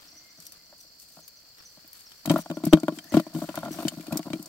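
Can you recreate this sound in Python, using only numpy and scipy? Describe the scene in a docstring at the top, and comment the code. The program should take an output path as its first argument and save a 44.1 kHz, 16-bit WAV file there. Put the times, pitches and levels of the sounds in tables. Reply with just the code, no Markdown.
"""Distant insects shrill and small birds chirp while hands rub a wet trap net; then its catch drops into a bucket.
Landings are modal synthesis: soft pushes excite damped modes of the hollow, the walls and the shell.
Snaps are short noise bursts ringing the bucket; the mesh is scattered grains; rubbing is jerky filtered noise.
Squirming is a patter of tiny kicks on the same modes. Birds are gliding sines, insects and air shaped noise."""
import sys
import numpy as np
from scipy import signal
from scipy.fft import rfft, irfft
from scipy.io import wavfile
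from scipy.ndimage import uniform_filter1d

SR = 44100
rng = np.random.default_rng(int(sys.argv[2]) if len(sys.argv) > 2 else 0)


def transcribe(signal):
    """Save signal, clipped to [-1, 1], as a 16-bit WAV file at the path in sys.argv[1]."""
    frames = np.atleast_2d(signal).T
    limited = np.clip(frames, -1, 1)
    pcm = np.round(limited * 32767).astype(np.int16)
    wavfile.write(sys.argv[1], SR, pcm)


N = 197818  # samples

# Bodies hitting the bucket: (time [s], boom of the hollow [dB], contact [ms], smack over the boom [dB])
LANDINGS = [(0.385, -50.5, 6.7, -5), (0.726, -61, 1.9, 17), (1.17, -49.5, 5.5, 5.5),
            (1.189, -57.5, 2.9, 10.5), (1.773, -52.5, 5.2, 1), (1.844, -55, 3.7, -3),
            (2.255, -32.5, 4.3, 0), (2.2747, -19.5, 4.7, -12.5), (2.2989, -14, 5.6, -13),
            (2.3059, -12, 1.1, -5), (2.3165, -25, 5, -2), (2.3389, -15, 2.5, -18), (2.3598, -20, 1.3, 4.5),
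            (2.388, -31, 5.5, 0), (2.46, -44.5, 3, 13), (2.5003, -23.5, 4.2, -8.5), (2.512, -25, 0.62, -7),
            (2.57, -25.5, 0.39, -8), (2.6371, -18.5, 2, -16), (2.6668, -13, 4.2, -21),
            (2.7272, -8, 0.44, -11), (2.7334, -1, 1.3, -9.5), (2.772, -24, 3.1, -5.5),
            (2.8325, -19.5, .5, -13.5), (2.882, -17, 0.4, -1), (2.9217, -27.5, 0.76, -25),
            (2.9745, -34, 2.8, -23), (3.122, -27.5, 1.2, -6.5), (3.1399, -15.5, 7.8, -5),
            (3.1433, -8, 4.7, -14), (3.1688, -6, 0.58, -14), (3.1964, -21, 3.3, -5),
            (3.266, -33.5, 1.3, -4), (3.3496, -21, 3.2, -21.5), (3.362, -26, 4.5, -15),
            (3.384, -28.5, 2.5, -22), (3.4183, -28.5, 1, -6.5), (3.489, -29, 0.62, -2),
            (3.5424, -46.5, 6.3, 13.5), (3.575, -27.5, 3.9, 4), (3.6308, -37, 6.7, 12),
            (3.6439, -40.5, 1, 0), (3.674, -49, 3.4, 15), (3.66, -39, 1.8, 2), (3.6825, -34.5, 2.3, -1.5),
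            (3.7077, -26.5, 1.9, -34), (3.7591, -37, 1.1, -33), (3.787, -28, 2, -0.5),
            (3.7998, -34.5, 1.1, -15), (3.832, -49, 2.4, 13), (3.8507, -16.5, 3, -21),
            (3.8718, -32, 6.5, -1.5), (3.9355, -37, 3, -18), (3.973, -29.5, 4.6, -34),
            (3.9968, -33, 1.1, -22), (4.0816, -30.5, 1.2, -19), (4.123, -21.5, 5.65, -13.5),
            (4.156, -21.5, 2, -38), (4.1923, -25, 1.5, -7.5), (4.2664, -31, 1.6, -20),
            (4.302, -27, 4.3, -11), (4.3342, -21, 2.7, -15.5), (4.3558, -29.5, 1, -38),
            (4.395, -29.5, 3.1, -40)]
# The walls' knock relative to the boom [dB], and its rise per dB of smack
KNOCK_DB, KNOCK_FOLLOW = -1, 0.73
# The tail slaps down after the body: least delay [ms], further random delay [ms], level over the smack [dB]
FLOP_MS, FLOP_SPREAD_MS, FLOP_DB = 3.93, 9.0, -9.5


def landings():
    """Superposition: each impact sums a boom, a wall knock and a slap, then a weaker slap of the tail."""
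    out = np.zeros((2, N))
    for s, boom_db, contact_ms, smack_db in LANDINGS:
        slap_db = boom_db + smack_db
        knock_db = boom_db + KNOCK_DB + KNOCK_FOLLOW * smack_db
        flop_s = s + (FLOP_MS + FLOP_SPREAD_MS * rng.random()) / 1000
        # the push is centred on the moment of impact
        add(out, s - contact_ms / 2000, amp(boom_db) * boom(contact_ms))
        add(out, s, amp(knock_db) * knock() + amp(slap_db) * slap())
        add(out, flop_s, amp(slap_db + FLOP_DB) * slap())
    return out


# Low modes of the hollow: (frequency [Hz], relative level [dB], t60 [s], sign and size of swing)
HOLLOW = [(165.2, -9.5, 0.11, -1.79), (214.6, 1, 0.043, 1), (314.1, 8, 0.07, -0.8)]


def boom(contact_ms, lowest_hz=125):
    """Contact filtering: a longer push favours deeper modes; a small bucket radiates no deep bass."""
    push = np.hanning(max(round(contact_ms * SR / 1000), 5))
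    sound = signal.lfilter(push, 1, ring(HOLLOW, contact_s=0.0004))
    bass_cut = signal.butter(3, lowest_hz, "high", fs=SR, output="sos")
    sound = signal.sosfilt(bass_cut, sound)
    return sound / abs(sound).max()


# Wall modes: (frequency before detuning [Hz], relative level [dB], t60 [s], sign and size of swing)
WALLS = [(579, 4, 0.034, -1.19), (652.5, 6, 0.061, 1), (679, 4, 0.062, 0.61)]


def knock(spread=0.061):
    """Modal response: the damped walls ring at a slightly different pitch for each spot struck."""
    detune = 1 + spread * rng.uniform(-1.26, 1)
    modes = [(hz * detune, *rest) for hz, *rest in WALLS]
    return ring(modes, contact_s=0.0006)


# Crowded upper modes of the shell: (frequency [Hz], level before random blending [dB], t60 [s])
SHELL = [(780, -4.5, 0.015), (1030, -5, 0.0083), (1000, -7.5, 0.066), (1115, -10.5, 0.068),
         (1140, -36, 0.0226), (1399, 1.5, 0.042), (1500, -19.5, 0.053), (1764, -9.5, 0.011)]


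def slap(pop_hz=1020, pop_t60=0.0061, pop_db=-2, shell_db=-5, pan_db=-3):
    """Air expulsion and shell resonance: a wet body squeezes out a short pop, and the shell rings on."""
    pop_mode = (pop_hz * rng.uniform(0.75, 1.154), 0, pop_t60, -1)
    pop = ring([pop_mode], contact_s=0.0012)
    shell = blend(SHELL, contact_s=0.000083)
    return (amp(pop_db) * pop + amp(shell_db) * shell) * lean(pan_db)


# Bright wet snaps and flicks, some on their own, some together with a landing:
# (time [s], relative level [dB], body over that [dB], top fizz over that [dB])
SNAPS = [(.402, -40, -30, -9), (0.4668, -37, -11, -5), (0.521, -40.5, -8.5, -2), (0.999, -43, -29, -10),
         (1.279, -41, -7, 1.5), (1.877, -55.5, -11, 9), (1.931, -46, -5, 3.5), (2.1178, -44, 5, -9),
         (2.258, -27.5, -1.5, -2.5), (2.297, -21, 6, -26), (2.3136, -29, 2.5, -3), (2.3797, -39.5, 3, 5.5),
         (2.652, -28, -32, -3.5), (2.7324, -18, 11, -11), (2.8, -35, -13.5, -21), (2.8825, -52, 18.5, -18),
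         (2.9866, -34.5, 6, -17), (3.042, -47, .5, 3), (3.1986, -37, 6.5, -5), (3.491, -42, 10.5, -12),
         (3.5555, -33, -5, -3), (3.587, -42.5, 6, 0), (3.65, -38.5, 2.5, -11), (3.8034, -46.5, 10.5, -12),
         (3.829, -47, 14, 6), (3.882, -19.5, -1, -13.5), (4.0085, -43, 5, -6), (4.0677, -39.5, 4, -9),
         (4.125, -31.5, 0.5, -4), (4.172, -19.5, -19, -8), (4.229, -41, 5.5, -20), (4.3322, -34.5, 9, -19),
         (4.426, -36, -32, -5), (4.4585, -33.5, -27, -14)]
# Spectrum of the spray: (frequency [Hz], density [dB per Hz])
SNAP_COLOUR = [(900, -4), (1800, -1), (3000, -0.5), (4500, 2), (7000, -0.5), (8500, 2.5), (10300, -3),
               (11600, 9.5), (13500, 4.5), (16000, 5)]


def snaps(rise_s=0.00009, crack_s=0.0036, echo_s=0.011, echo_db=-16, crackle_db=2.5):
    """Double decay: a brief uneven spray fades fast, then slower as its reflections in the bucket."""
    t = np.arange(SR // 10) / SR
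    decay = np.exp(-t / crack_s) + amp(echo_db) * np.exp(-t / echo_s)
    shape = (1 - np.exp(-t / rise_s)) * decay
    out = np.zeros((2, N))
    for s, db, body_db, top_db in SNAPS + wet_landings():
        unevenness = uniform_filter1d(rng.standard_normal(len(t)), size=14)
        clumps = amp(crackle_db * unit(unevenness))
        spray = unit(colour(clumps * rng.standard_normal((2, len(t))), SNAP_COLOUR))
        spray = colour(spray, [(3200, body_db), (5000, 0), (8500, 0), (12000, top_db)])
        add(out, s, in_bucket(amp(db + 4.5) * spray * shape))
    return out


# Snap of each landing: relative level [dB], its rise per dB of boom, and per dB of smack
WET_DB, WET_FOLLOW, WET_SMACK = -25.5, 0.68, 0.19
WET_BODY_DB, WET_TOP_DB = 7, -8  # colour of that snap


def wet_landings():
    """Impact scaling: the wet snap of each landing grows with its boom and its smack."""
    rows = []
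    for s, boom_db, _, smack_db in LANDINGS:
        db = WET_DB + WET_FOLLOW * boom_db + WET_SMACK * smack_db
        rows.append((s, db, WET_BODY_DB, WET_TOP_DB))
    return rows


# Bright modes that snaps stir: (frequency [Hz], level before random blending [dB], t60 [s])
BRIGHT = [(2387, 5, 0.013), (2740, -5, 0.0054), (3110, 6.5, 0.014), (3855, -41, 0.026), (3790, 6.5, 0.012),
          (4500, 8, 0.017), (7060, -2.5, 0.023), (9400, -4, 0.013)]


def in_bucket(x, ring_db=-10):
    """Convolution: a crisp sound excites the bright modes of the bucket, which are added to it."""
    modes = blend(BRIGHT, contact_s=0.0016)
    modes = modes / np.linalg.norm(modes[0])
    return x + amp(ring_db) * signal.fftconvolve(x, modes, axes=1)[:, :x.shape[1]]


# Steady level of the catch squirming on the bottom: (time [s], level [dB])
SQUIRM = [(0, -66), (2.2, -79.5), (2.6, -50.5), (3.3, -57), (3.6, -45), (4.48, -54.5)]
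# Flurries of tiny kicks when a clump drops in: (start [s], length [s], level before jerks [dB])
FLURRIES = [(2.288, 0.14, -34.5), (3.338, 0.14, -38.5), (3.63, 0.092, -38), (3.792, 0.068, -32),
            (4.103, 0.097, -35.5), (4.25, 0.052, -33.5), (4.336, 0.087, -49.5)]


def squirming():
    """Random impulse excitation: tiny kicks patter on the bucket's modes from four spots on the bottom."""
    patter = np.zeros((2, N))
    for spot in range(4):
        kick = amp(2.5) * boom(contact_ms=4.2) + amp(-0.5) * knock() + slap()
        clicks = grains(per_s=32, spread_db=2.5)
        patter += signal.oaconvolve(clicks[None], kick, axes=1)[:, :N]
    return activity(SQUIRM, FLURRIES, column=1) * unit(patter)


# Steady work on the net: (time [s], ticking before the mesh gain [dB], rubbing of fingers [dB])
HANDLING = [(0, -68, -60.5), (.95, -73, -69), (2.2, -66.5, -61.5), (3.28, -63.5, -60.5),
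            (3.5, -58.5, -52.5), (4.48, -62, -62.5)]
# Single tugs and shakes, before jerks:
# (start [s], length [s], ticking before the mesh gain [dB], rubbing of fingers [dB])
TUGS = [(-.02, 0.14, -70, -58), (0.393, 0.13, -59, -71), (0.515, 0.096, -64, -62), (0.767, 0.1, -65, -85),
        (0.981, 0.25, -63.5, -87), (1.186, .08, -71, -74), (1.564, 0.11, -67.5, -60),
        (1.926, 0.14, -60.5, -66.5), (2.28, .17, -53.5, -49), (2.63, 0.088, -56.5, -51),
        (2.936, 0.072, -58.5, -64), (3.117, 0.11, -50.5, -43), (3.329, 0.15, -55, -58),
        (3.548, 0.06, -69, -44.5), (3.703, 0.22, -56, -55), (4.108, 0.11, -60, -48.5)]
# Spectrum of the mesh: (frequency [Hz], filter gain [dB])
MESH = [(300, -7), (900, -47), (1500, -21.5), (2500, -4), (4000, 3), (7000, 4.5), (8500, 8), (10300, -0.5),
        (11600, 7.5), (13500, 2), (16000, 6.5)]


def net(scatter_s=0.0032, echo_s=0.0092, echo_db=-12, mesh_db=8):
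    """Incoherent scattering: wet threads tick over fingers and shells, and each tick scatters in the bucket."""
    t = np.arange(SR // 40) / SR
    scatter = np.exp(-t / scatter_s) + amp(echo_db) * np.exp(-t / echo_s)
    ticks = grains(per_s=1100, spread_db=3.3)
    # every tick is a puff of noise of its own, so their powers add
    power = np.maximum(signal.oaconvolve(ticks ** 2, scatter ** 2)[:N], 0)
    rustle = unit(colour(np.sqrt(power) * rng.standard_normal((2, N)), MESH))
    return amp(mesh_db) * activity(HANDLING, TUGS, column=1) * rustle


# Spectrum of the rubbing: (frequency [Hz], filter gain [dB])
RUB = [(300, -2), (700, -7.5), (1400, -1), (2500, -5), (3600, -4), (6000, -9), (12000, -33)]


def rubbing():
    """Stick-slip friction: fingers drag on the wet mesh in small uneven slips."""
    slips = amp(2.5 * drift(rate_hz=200))
    drag = colour(rng.standard_normal((2, N)), RUB) * slips
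    return activity(HANDLING, TUGS, column=2) * unit(drag)


# Falling chirps of the nearer small birds: (time at the middle [s], middle pitch before rasp [Hz], level [dB])
CHIRPS = [(.086, 5570, -49.5), (.12, 5900, -52), (.179, 5910, -46.5), (.311, 5700, -53), (.469, 5800, -49),
          (.81, 5860, -49.5), (1.24, 6220, -53), (1.375, 5880, -53.5), (1.595, 5340, -51),
          (1.663, 5990, -46), (2.07, 5600, -47), (2.409, 5920, -46.5), (2.556, 5770, -49.5),
          (2.715, 5870, -48), (3.105, 6160, -47), (3.732, 5830, -44.5)]


def birds(chirp_s=0.038, fall_hz=850, rasp_hz=170, echo_db=-3, flock_db=-59):
    """Frequency modulation and diffusion: raspy falling chirps, a fainter flock and whistles, blurred by trees."""
    u = np.linspace(-.5, .5, round(chirp_s * SR))
    envelope = np.cos(np.pi * u) ** 2
    song = np.zeros((1, N))
    rasp = rasp_hz * drift(rate_hz=290)
    flock = [(when * (N / SR - .1), 5400 + 700 * height, flock_db)
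             for when, height in rng.random(size=(24, 2))]
    for s, hz, db in [*CHIRPS, *flock]:
        fall = fall_hz * rng.uniform(0.39, 1.47) * u
        pitch = hz - fall + np.roll(rasp, -round(s * SR))[:len(u)]
        add(song, s - chirp_s / 2, amp(db) * glide(pitch) * envelope)
    song += whistles()
    t = np.arange(SR // 4) / SR
    # decaying noise, independent at the two ears
    trees = unit(rng.standard_normal((2, len(t))) * np.exp(-t / 0.063)) / np.sqrt(len(t))
    return song + amp(echo_db) * signal.oaconvolve(song, trees, axes=1)[:, :N]


# A far bird's drawn-out whistles, before waver and flutter:
# (start [s], length [s], pitch at the ends [Hz], rise in the middle [Hz], level [dB])
WHISTLES = [(0.098, 0.287, 2127, -40.5, -65), (0.499, 0.24, 2020, 45.5, -70.5),
            (3.006, 0.28, 1750, 201.5, -59)]


def whistles(waver_hz=35, waver_share=0.38, flutter_db=3.5):
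    """Joint pitch and level modulation: each whistle follows one arch; a wider bend wavers more."""
    song = np.zeros((1, N))
    for s, length, hz, rise_hz, db in WHISTLES:
        arch = np.sin(np.linspace(0, np.pi, round(length * SR))).clip(0)
        waver = (waver_hz + waver_share * abs(rise_hz)) * drift(rate_hz=130)[:len(arch)]
        pitch = hz + rise_hz * arch + waver
        level = amp(db + flutter_db * drift(rate_hz=32)[:len(arch)]) * np.sqrt(arch)
        add(song, s, level * glide(pitch))
    return song


# Spectrum of the insect chorus: (frequency [Hz], density [dB per Hz])
INSECTS = [(3700, -38), (4050, -9.5), (4300, 5), (4750, 3), (5200, -4.5), (5900, -7.5), (6400, -14),
           (6800, -32), (7200, 0.5), (7600, -15.5), (9000, -67)]
INSECTS_DB = -56  # level before the shimmer


def insects():
    """Amplitude modulation: narrow bands of noise shimmer as a distant chorus."""
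    chorus = unit(colour(rng.standard_normal((2, N)), INSECTS))
    shimmer = amp(1.17 * drift(rate_hz=140))
    return amp(INSECTS_DB) * chorus * shimmer


# Spectrum of the outdoor air: (frequency [Hz], filter gain [dB])
AIR = [(20, -6), (60, 5), (150, 2), (300, -16), (450, 2.5), (680, 2), (1100, -13), (2000, -10), (3200, -5),
       (6500, -41), (8500, -22), (10300, -54), (12000, -2.5), (16000, 3.5)]
AIR_DB = -61.5  # level before the breeze and the lean to the left


def outdoor_air():
    """Interaural coherence: soft noise shared by both ears mostly below the treble, slowly swaying in level."""
    shared = colour(rng.standard_normal(N), [(100, 7.0), (700, 2.0), (1500, 12.0), (4000, -2)])
    breeze = amp(0.8 * drift(rate_hz=4))
    air = unit(colour(rng.standard_normal((2, N)) + shared, AIR)) * breeze
    return amp(AIR_DB) * air * lean(1.8)


def ring(modes, contact_s):
    """Modal superposition: decaying sines after a soft push, scaled to peak 1."""
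    t = np.arange(SR // 9) / SR
    sound = np.zeros(len(t))
    for hz, db, t60, way in modes:
        sound += way * amp(db - 60 * t / t60) * np.sin(2 * np.pi * hz * t)
    sound *= 1 - np.exp(-t / contact_s)
    return sound / abs(sound).max()


def blend(modes, contact_s):
    """Mode participation: each spot stirs the modes differently, and each ear hears another blend."""
    ways = rng.standard_normal(len(modes)) + 0.54 * rng.standard_normal((2, len(modes)))
    ears = [[(*mode, way) for mode, way in zip(modes, ear)] for ear in ways]
    return np.array([ring(ear, contact_s) for ear in ears])


def activity(steady, rows, column, uneven_db=3.0):
    """Power addition: gain of a steady activity together with its bouts, which come in uneven jerks."""
    jerks = amp(uneven_db * drift(rate_hz=54))
    return np.hypot(amp(curve(steady, column)), bouts(rows, column + 1) * jerks)


SWELL_S, EASE_S = 0.017, 0.053  # full build-up and fade of a tug or a flurry


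def bouts(rows, column):
    """Envelope shaping: gain of timed bouts that each swell, hold and ease off."""
    t, gain = np.arange(N) / SR, np.zeros(N)
    for row in rows:
        start, length = row[:2]
        ramp = np.clip(np.minimum((t - start) / SWELL_S, (start + length - t) / EASE_S), 0, 1)
        gain += amp(row[column]) * np.sin(np.pi / 2 * ramp) ** 2
    return gain


def grains(per_s, spread_db):
    """Random point process: sparse clicks of uneven size and either sign."""
    size = amp(spread_db * np.minimum(rng.exponential(1, N), 4))
    return size * rng.choice([-1, 1], N) * (rng.random(N) < per_s / SR)


def drift(rate_hz):
    """Low-pass noise: random wandering of rms 1, slower for a lower rate."""
    bins = np.fft.rfftfreq(N, 1 / SR)
    return unit(irfft(rfft(rng.standard_normal(N)) * np.exp(-(bins / rate_hz) ** 2), N))


def glide(pitch):
    """Phase integration: a sine that follows a pitch given in Hz at every sample."""
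    return np.sin(2 * np.pi * np.cumsum(pitch) / SR)


def colour(x, points):
    """Spectral filtering: gains in dB interpolated over log frequency."""
    hz, db = np.transpose(points)
    bins = np.fft.rfftfreq(x.shape[-1], 1 / SR)
    gain = amp(np.interp(np.log(bins + 1), np.log(hz), db))
    return irfft(rfft(x) * gain, x.shape[-1])


def curve(rows, column=1):
    """Linear interpolation: one column of a timed table at every sample."""
    rows = np.asarray(rows)
    return np.interp(np.arange(N) / SR, rows[:, 0], rows[:, column])


def add(mix, s, sound):
    """Superposition: mixes a sound in at time s, cut at the end of the mix."""
    part = mix[:, max(round(s * SR), 0):][:, :sound.shape[-1]]
    part += sound[..., :part.shape[1]]


def amp(db):
    """Logarithmic level: decibels to gain."""
    return 10 ** (np.asarray(db) / 20)


def unit(x):
    """Power normalisation: scales to rms 1."""
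    return x / np.sqrt(np.mean(x ** 2) + 1e-20)


def lean(db):
    """Interaural level difference: left and right gains, positive toward the left."""
    return amp(np.array([[db], [-db]]) / 2)


LEFT_DB = 3.5  # level advantage given to the left ear


def from_left(x, count):
    """Interaural cues: the left ear gets the sound louder, and a few samples earlier."""
    right = np.pad(x[1], (count, 0))[:N]
    return np.array([x[0], right]) * lean(LEFT_DB)


def scene():
    """Near and far field: the bucket and net close by, the countryside behind."""
    near = landings() + snaps() + squirming() + net() + rubbing()
    return from_left(near, count=3) + birds() + insects() + outdoor_air()


EDGE_HZ = 15850  # upper band limit


def record(dry, knee=0.35, bend=0.47):
    """Nonlinear response: peaks above the knee bend and overload the microphone; then the band limit."""
    excess = np.maximum(abs(dry) - knee, 0)
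    # the bend always pulls downward, so positive and negative peaks differ
    clipped = np.clip(dry - bend * excess ** 2, -1, 1)
    band_limit = signal.firwin(511, EDGE_HZ, window=("kaiser", 9), fs=SR)
    return signal.oaconvolve(clipped, band_limit[None], "same", axes=1)


dry = scene()
out = record(dry)
transcribe(out)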